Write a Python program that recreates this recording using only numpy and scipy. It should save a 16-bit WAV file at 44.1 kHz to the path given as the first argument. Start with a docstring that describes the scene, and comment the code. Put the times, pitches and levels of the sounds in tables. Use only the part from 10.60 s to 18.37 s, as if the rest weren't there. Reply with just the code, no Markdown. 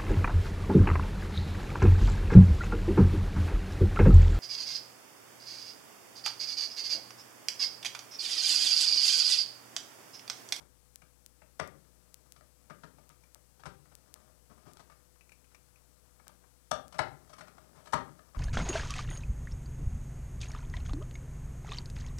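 """Knife scraping tile grout

A utility knife is pressed into old grout between wall tiles above a bathtub, close to the microphone.
Stick-slip friction makes it chatter on the wall, grit fractures on the blade and the hand thumps the tub.
The handle creaks as the grip changes and the small tiled room reverberates.
The recorder's electronics add hum, whine, hiss and static ticks."""
import sys
import numpy as np
from scipy import signal
from scipy.fft import rfft, irfft
from scipy.io import wavfile
from scipy.ndimage import uniform_filter1d, minimum_filter1d

SR = 44100
rng = np.random.default_rng(int(sys.argv[2]) if len(sys.argv) > 2 else 0)


def file_out(sig):
    """Save sig as 16-bit WAV at sys.argv[1]."""
    # one column per channel
    cols = np.atleast_2d(sig).T
    # limit, then scale
    lim = np.clip(cols, -1, 1)
    pcm = np.round(lim * 32767).astype(np.int16)
    wavfile.write(sys.argv[1], SR, pcm)


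N = 342657

# response of the wall to the tip: (frequency [Hz], gain [dB])
WALL_SPECTRUM = [(60, -35), (150, -10.5), (330, -16), (480, -8), (620, 1), (900, -2.5), (1250, 0),
                 (1750, -6.5), (2300, -11.5), (3000, -19.5), (4500, -22.5), (16000, -78)]
# response of the steel blade to cracking grit: (frequency [Hz], gain [dB])
BLADE_SPECTRUM = [(200, -40), (1500, -2.5), (2600, 0), (3400, 5), (4200, 2), (5600, 5), (7000, -0.5),
                  (8300, 2), (10500, -8.5), (12500, -16), (16000, -51)]
# response of the tub to the hand: (frequency [Hz], gain [dB])
TUB_SPECTRUM = [(30, -41), (72, 2), (110, -5), (145, 0.5), (190, -7.5), (300, -9), (600, -13), (2000, -93),
                (16000, -97)]
# steady background hiss: (frequency [Hz], relative spectral density [dB])
HISS_SPECTRUM = [(20, 4.5), (45, 5.5), (90, 5), (150, 3), (250, 4.5), (500, -1.5), (1000, -3.5), (2000, -8),
                 (3500, -9.5), (8000, -7), (11000, -8), (14000, -12.5), (16500, -20)]


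def slips():
    """Stick-slip friction: each release of the tip drives the wall, crushes grit and loads the tub."""
    # main slips: (time [s], duration [s], chatter rate [Hz], relative chatter and grit levels [dB])
    main_slips = [(.004, 0.029, 753, -63, -75), (0.419, 0.01, 1400, -58, -78),
                  (.819, 0.0069, 1000, -53.5, -81), (0.9974, 0.0057, 1100, -27.5, -39),
                  (1.009, 0.0043, 950, -36.5, -65), (1.762, 0.0078, 1120, -58, -62),
                  (1.809, 0.0036, 1190, -53, -69), (2.098, 0.017, 1190, -46.5, -62),
                  (2.234, 0.013, 1386, -47.5, -60.5), (2.383, 0.013, 715, -58, -71),
                  (2.498, 0.015, 1280, -60, -66), (2.754, 0.01, 793, -61, -78),
                  (2.995, 0.017, 930, -60.5, -65.5), (3.035, 0.0048, 1080, -46, -63),
                  (3.056, 0.019, 780, -42.5, -52), (3.317, 0.012, 680, -61, -79),
                  (3.556, .0092, 1126, -58.5, -68), (3.899, 0.037, 1060, -61, -73),
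                  (4.06, 0.049, 754, -59.5, -68.5), (4.17, 0.0031, 1090, -54, -53),
                  (4.194, 0.019, 1026, -54.5, -61), (4.298, .009, 1230, -55, -68),
                  (4.317, 0.013, 1326, -59, -68), (5.596, 0.0094, 1020, -58.5, -83),
                  (5.667, 0.0076, 1200, -55, -69), (5.691, 0.013, 843, -58.5, -67),
                  (5.837, 0.012, 965, -62.5, -84), (6.1149, .0046, 834, -21, -29.5),
                  (6.324, 0.011, 783, -52.5, -55), (6.342, .022, 662, -49.5, -59.5),
                  (6.39, 0.0081, 942, -19.5, -36.5), (6.694, 0.013, 876, -56, -61.5),
                  (6.73, 0.015, 1203, -51, -57), (6.782, 0.02, 1286, -52.5, -57),
                  (6.808, 0.011, 1326, -45.5, -55.5), (6.881, 0.0053, 1220, -51, -60.5),
                  (6.98, 0.0092, 1285, -52, -67), (7.158, 0.062, 888, -61, -70.5),
                  (7.257, .011, 770, -58, -58), (7.271, 0.011, 710, -50, -57),
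                  (7.3325, .012, 1035, -21, -37), (7.591, 0.0079, 1260, -54, -68),
                  (7.747, 0.03, 1045, -49.5, -68)]
    # modes of the steel blade: (frequency [Hz], level [dB], T60 [s])
    blade_modes = [(2334, 2, 0.024), (3353, -0.5, 0.053), (4640, -6.5, 0.077), (5500, 4.5, 0.0092),
                   (5880, 1, 0.025), (7440, -17, 0.014), (9800, 4, 0.011)]
    hard_slip_db = -30
    out, t = np.zeros(N), np.arange(4096) / SR
    wall, blade, tub = response(WALL_SPECTRUM), response(BLADE_SPECTRUM), response(TUB_SPECTRUM)
    steel = unit(blade) + 0.26 * unit(ring(blade_modes)[:len(blade)])
    for s, length, hz, chatter_db, grit_db in [*main_slips, *microslips()]:
        length = max(length, .002)
        speed = (1 - np.exp(-(t + 0.00038) / 0.00064)) * np.exp(-(t / length) ** 4)
        swing = through(chatter(t, hz, jitter=0.2) * speed, wall)
        crumbs = through(grains(len(t), per_s=6000, spread_db=1.5) * speed, wall)
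        # a hard, sustained slip settles into oscillation; a brief or light one mostly crumbles
        crumb_gain = np.clip(0.0067 / length, .5, 1.2) * np.interp(chatter_db, [-42, -22], [2.2, .7])
        knock = unit(swing) + crumb_gain * unit(crumbs)
        # grit goes on cracking for a moment after the tip stops
        afterbreak = 0.13 * np.exp(-t / (2.1 * length))
        grit = grains(len(t), per_s=12000, spread_db=1.5) * (speed + afterbreak)
        add(out, s, burst(knock, chatter_db + 1.63, length))
        add(out, s, burst(through(grit, steel), grit_db + 1.5, length))
        add(out, s, tub_thump(t, tub, s, length, chatter_db))
        if chatter_db > hard_slip_db:  # the grout starts to crack just before it yields
            lead = 0.66 * length
            cracks = grains(len(t), per_s=9000, spread_db=1.5) * np.exp(-(t / lead) ** 4)
            fracture = unit(through(cracks, steel)) + 1.3 * unit(through(cracks, wall))
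            add(out, s - lead, burst(fracture, grit_db - 3, lead))
    return out


def chatter(t, hz, jitter, count=128):
    """Relaxation oscillation: stick-slip pulses of uneven period, smoothed by the knife's inertia."""
    period_scatter, force_scatter = np.clip(rng.standard_normal((2, count)), -2, 2)
    periods = np.exp(jitter * period_scatter) / hz
    onsets = ((np.cumsum(periods) - periods[0]) * SR).astype(int)
    pulses = np.bincount(onsets, undb(2 * force_scatter), len(t))[:len(t)]
    return bandpass(pulses, 0.34 * hz, 1.71 * hz, order=2)


def microslips(count=80):
    """Small random stick-slip events, stronger as the tip grinds harder; rows as for the main slips."""
    median_gap_s, median_length_s, median_hz = 0.11, 0.0096, 1057
    gap, length, pitch, strength = np.clip(rng.standard_normal((count, 4)), -2, 2).T
    times = np.cumsum(median_gap_s * np.exp(.5 * gap))
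    lengths = median_length_s * np.exp(0.22 * length)
    rates = median_hz * np.exp(.18 * pitch)
    chatter_db = grinding_db(times) + 2.5 + 5 * strength
    grit_db = chatter_db - 9
    return np.column_stack([times, lengths, rates, chatter_db, grit_db])


def tub_thump(t, tub, s, length, chatter_db):
    """Transient loading: a harder, longer slip makes the hand thump the tub louder and deeper."""
    typical_db, typical_s = -45, .01
    regrip_s, lifted_db = 4.1, -5.5  # a finger leaves the rim, weakening the coupling to the tub
    growth_db = 0.9121 * (chatter_db - typical_db) + 6 * np.log2(length / typical_s)
    push_db = -55 + growth_db + lifted_db * (s > regrip_s)
    load = t ** 2 * np.exp(-t / 0.0061)
    hz = np.interp(push_db, [-44, -37], [152, 116])
    flex = unit(load * np.sin(2 * np.pi * hz * t))
    rumble = unit(through(load * rng.standard_normal(len(t)), tub))
    return burst(0.72 * flex + rumble, push_db + 0.5, length=0.051)


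def grinding():
    """Abrasion: fine grains break under the tip, exciting wall and blade; the hand rubs the tub's rim."""
    pressure = undb(grinding_db(np.arange(N) / SR))
    crumbs = grains(N, per_s=380, spread_db=3.0)
    rub = shaped_noise(TUB_SPECTRUM)
    wall = unit(through(crumbs, response(WALL_SPECTRUM)))
    blade = unit(through(crumbs, response(BLADE_SPECTRUM)))
    return pressure * (wall + undb(-5.5) * blade + undb(1.5) * rub)


def grinding_db(s):
    """Friction noise follows the load on the tip: its level at time s."""
    # how hard the tip grinds in the joint: (time [s], level [dB])
    effort = [(0, -65.5), (.2, -85), (.8, -82.5), (1.35, -74.5), (1.9, -79), (2.35, -73.5), (2.85, -82),
              (3.2, -77.5), (3.65, -68.5), (3.8, -79), (4.12, -66.5), (4.5, -80), (5.4, -76.5), (5.75, -73),
              (6.05, -89), (6.6, -66.5), (6.95, -66), (7.77, -69.5)]
    return np.interp(s, *np.transpose(effort))


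def handle_creaks():
    """Impulsive excitation: the blade shifts in its handle, and each click snaps and rings the plastic."""
    # creaks as the grip changes: (time [s], relative level [dB], pitch factor [ratio])
    creaks = [(.419, -64, 1.01), (2.637, -67, 0.98), (4.609, -62.5, 1.08), (4.693, -63, 1.02),
              (4.7192, -58, 1), (4.843, -70, 1.07), (4.947, -58.5, 0.98), (5.158, -67.5, 1.05)]
    # modes of the plastic handle: (frequency [Hz], level [dB], T60 [s])
    handle_modes = [(1490, -11, 0.017), (2400, 5.5, 0.0098), (2670, -5.5, 0.0067), (5920, -5.5, .01),
                    (7260, -9.5, 0.01), (9400, -3.5, 0.0048)]
    out, t = np.zeros(N), np.arange(2048) / SR
    snap = bandpass(signal.unit_impulse(128), 1200, 6500)
    for s, db, stretch in creaks:
        clicks = grains(len(t), per_s=3500, spread_db=1.0) * np.exp(-t / 0.0057)
        creak = through(clicks, ring(handle_modes, stretch)) + undb(-0.5) * through(clicks, snap)
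        add(out, s, burst(creak, db, length=0.017))
    return out


def bathroom(x):
    """Reverberation: the direct sound is followed by discrete modes and a diffuse tail from the tiles."""
    # modes of the wall, the tub and the air between them: (frequency [Hz], level [dB], T60 [s])
    room_modes = [(75.7, -5, 0.52), (101, -5, 0.3), (148, -3.5, 0.66), (181, 0, 0.71), (282, -15, 0.73),
                  (332.3, -11, 1), (500, -8, 0.5), (548, 5.5, 0.34), (583, -2, 0.36), (620.6, 15.5, 0.23),
                  (747, -9.5, 0.62), (785, 3.5, 0.33), (873, 3.5, 0.33), (950, 5, 0.25), (1063, -23, 0.13),
                  (1200, 7, 0.32), (1213, -12, 0.16), (1311, 11, 0.21), (1511, -18, 0.22), (1564, 6, 0.23),
                  (1850, -4.5, 0.4), (1930, -11, 0.19)]
    # diffuse field: (band centre [Hz], level [dB], T60 [s])
    tail_bands = [(100, -7.5, 0.62), (310, 3, 0.48), (696, -8, 0.35), (1350, -6, 0.34), (2740, -1.5, 0.28),
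                  (5950, -7, 0.24), (12000, -11, 0.16)]
    t, hz = np.arange(SR // 2) / SR, np.fft.rfftfreq(SR // 2, 1 / SR)
    noise_spectrum = rfft(rng.standard_normal(len(t)))
    log_centres = np.log(np.array(tail_bands)[:, 0])
    arrival = np.clip((t - .003) / 0.0045, 0, 1)
    impulse = undb(-17.5) * arrival * ring(room_modes)
    for share, (_, db, t60) in zip(np.eye(len(tail_bands)), tail_bands):
        band = irfft(noise_spectrum * np.interp(np.log(hz + 1), log_centres, share), len(t))
        fade = arrival * np.exp(-np.log(1000) * t / t60)
        impulse += undb(db) * band * fade / np.linalg.norm(fade)
    return x + through(x, impulse)


def electronics():
    """Electrical noise bypasses the room: hiss, mains hum, a harmonic whine and dry static ticks."""
    # mains hum and a faint steady tone: (frequency [Hz], rms level [dB])
    hum = [(59.94, -64), (119.9, -72), (179.8, -79), (497, -76)]
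    # the recorder's whine: (harmonic number, rms level [dB])
    whine = [(6, -86), (7, -83), (8, -81), (9, -82), (10, -80), (11, -79), (12, -78), (13, -82), (14, -82),
             (15, -78), (16, -83), (17, -83), (18, -84), (19, -82), (20, -93), (21, -85)]
    # static in the microphone line: (time [s], relative peak level [dB])
    static = [(0.3587, -25), (.6628, -28), (1.0761, -32), (1.5433, -26), (1.7223, -28.5), (2.493, -36),
              (2.7467, -28.5), (3.353, -29), (3.5413, -24.5), (4.1353, -35.5), (5.6811, -28),
              (6.2814, -35.5)]
    whine_hz, hiss_db = 719.25, -65
    t, ticks = np.arange(N) / SR, np.zeros(N)
    lines = list(hum) + [(harmonic * whine_hz, db) for harmonic, db in whine]
    tones = sum(np.sqrt(2) * undb(db) * np.sin(2 * np.pi * (hz * t + rng.random())) for hz, db in lines)
    spike = bandpass(signal.unit_impulse(64), 4000, 12000)
    for s, db in static:
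        add(ticks, s, -undb(db + 1.5) * spike / spike.max())
    return undb(hiss_db) * shaped_noise(HISS_SPECTRUM) + tones + ticks


def crosstalk(x):
    """Stray coupling: one channel passes a faint inverted copy to the other."""
    # coupling between the channels: (frequency [Hz], gain [dB])
    coupling = [(60, -32), (1000, -34.5), (2400, -31.5), (4400, -30.5), (8000, -24.5), (15000, -27)]
    return -through(x, response(coupling))


def grains(size, per_s, spread_db):
    """Poisson process: sparse clicks of random sign and uneven strength."""
    chance, strength, push = rng.random(size), rng.exponential(size=size), rng.standard_normal(size)
    return (chance < per_s / SR) * np.sign(push) * undb(spread_db * np.minimum(strength, 4))


def ring(modes, stretch=1):
    """Modal superposition: an impulse response of damped sinusoids, with unit energy."""
    t = np.arange(SR // 2) / SR
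    y = sum(undb(db - 60 * t / t60) * np.sin(2 * np.pi * hz * stretch * t) for hz, db, t60 in modes)
    return y / np.linalg.norm(y)


def response(spectrum, size=2048):
    """Minimum-phase impulse response of a (frequency [Hz], gain [dB]) spectrum."""
    hz, db = np.transpose(spectrum)
    bin_hz = np.maximum(np.fft.rfftfreq(size, 1 / SR), 1)
    magnitude = undb(np.interp(np.log(bin_hz), np.log(hz), db))
    cepstrum = irfft(np.log(magnitude))
    cepstrum[1:size // 2] *= 2
    cepstrum[size // 2 + 1:] = 0
    return irfft(np.exp(rfft(cepstrum)))


def shaped_noise(spectrum):
    """White noise filtered to a spectrum, at unit rms."""
    return unit(through(rng.standard_normal(N), response(spectrum)))


def bandpass(x, low_hz, high_hz, order=1):
    """Maximally flat band-pass filter."""
    return signal.sosfilt(signal.butter(order, [low_hz, high_hz], "band", fs=SR, output="sos"), x)


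def through(x, impulse):
    """Convolution, cut to the input's length."""
    return signal.fftconvolve(x, impulse)[:len(x)]


def burst(x, db, length):
    """Energy scaling: give a sound the energy of `length` seconds at level db."""
    return x * undb(db) * np.sqrt(length * SR / (np.sum(x ** 2) + 1e-30))


def add(track, s, sound):
    """Superpose a sound on the track at time s."""
    start = int(np.clip(s * SR, 0, N))
    track[start:start + len(sound)] += sound[:N - start]


def undb(db):
    """Decibels to amplitude ratio."""
    return 10 ** (np.asarray(db) / 20)


def unit(x):
    """Scale to unit rms."""
    return x / np.sqrt(np.mean(x ** 2) + 1e-30)


def scene():
    """Sources superpose at one microphone on the left; the right has crosstalk and its own faint hiss."""
    handle = handle_creaks()
    # the handle is nearest the microphone, so its direct-to-reverberant ratio is higher
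    left = bathroom(slips() + grinding() + 0.73 * handle) + 0.76 * handle + electronics()
    right = undb(-95.0) * shaped_noise(HISS_SPECTRUM) + crosstalk(left)
    return np.array([left, right])


def record(dry):
    """Peak limiting holds the hardest slips at one height; a steep low-pass limits the bandwidth."""
    ceiling, cutoff_hz = .195, 16400
    allowed = np.minimum(1, ceiling / (np.abs(dry[0]) + 1e-9))
    gain = uniform_filter1d(minimum_filter1d(allowed, size=45), size=45)
    return signal.sosfilt(signal.ellip(8, .2, 70, cutoff_hz, fs=SR, output="sos"), dry * gain)


dry = scene()
out = record(dry)
file_out(out)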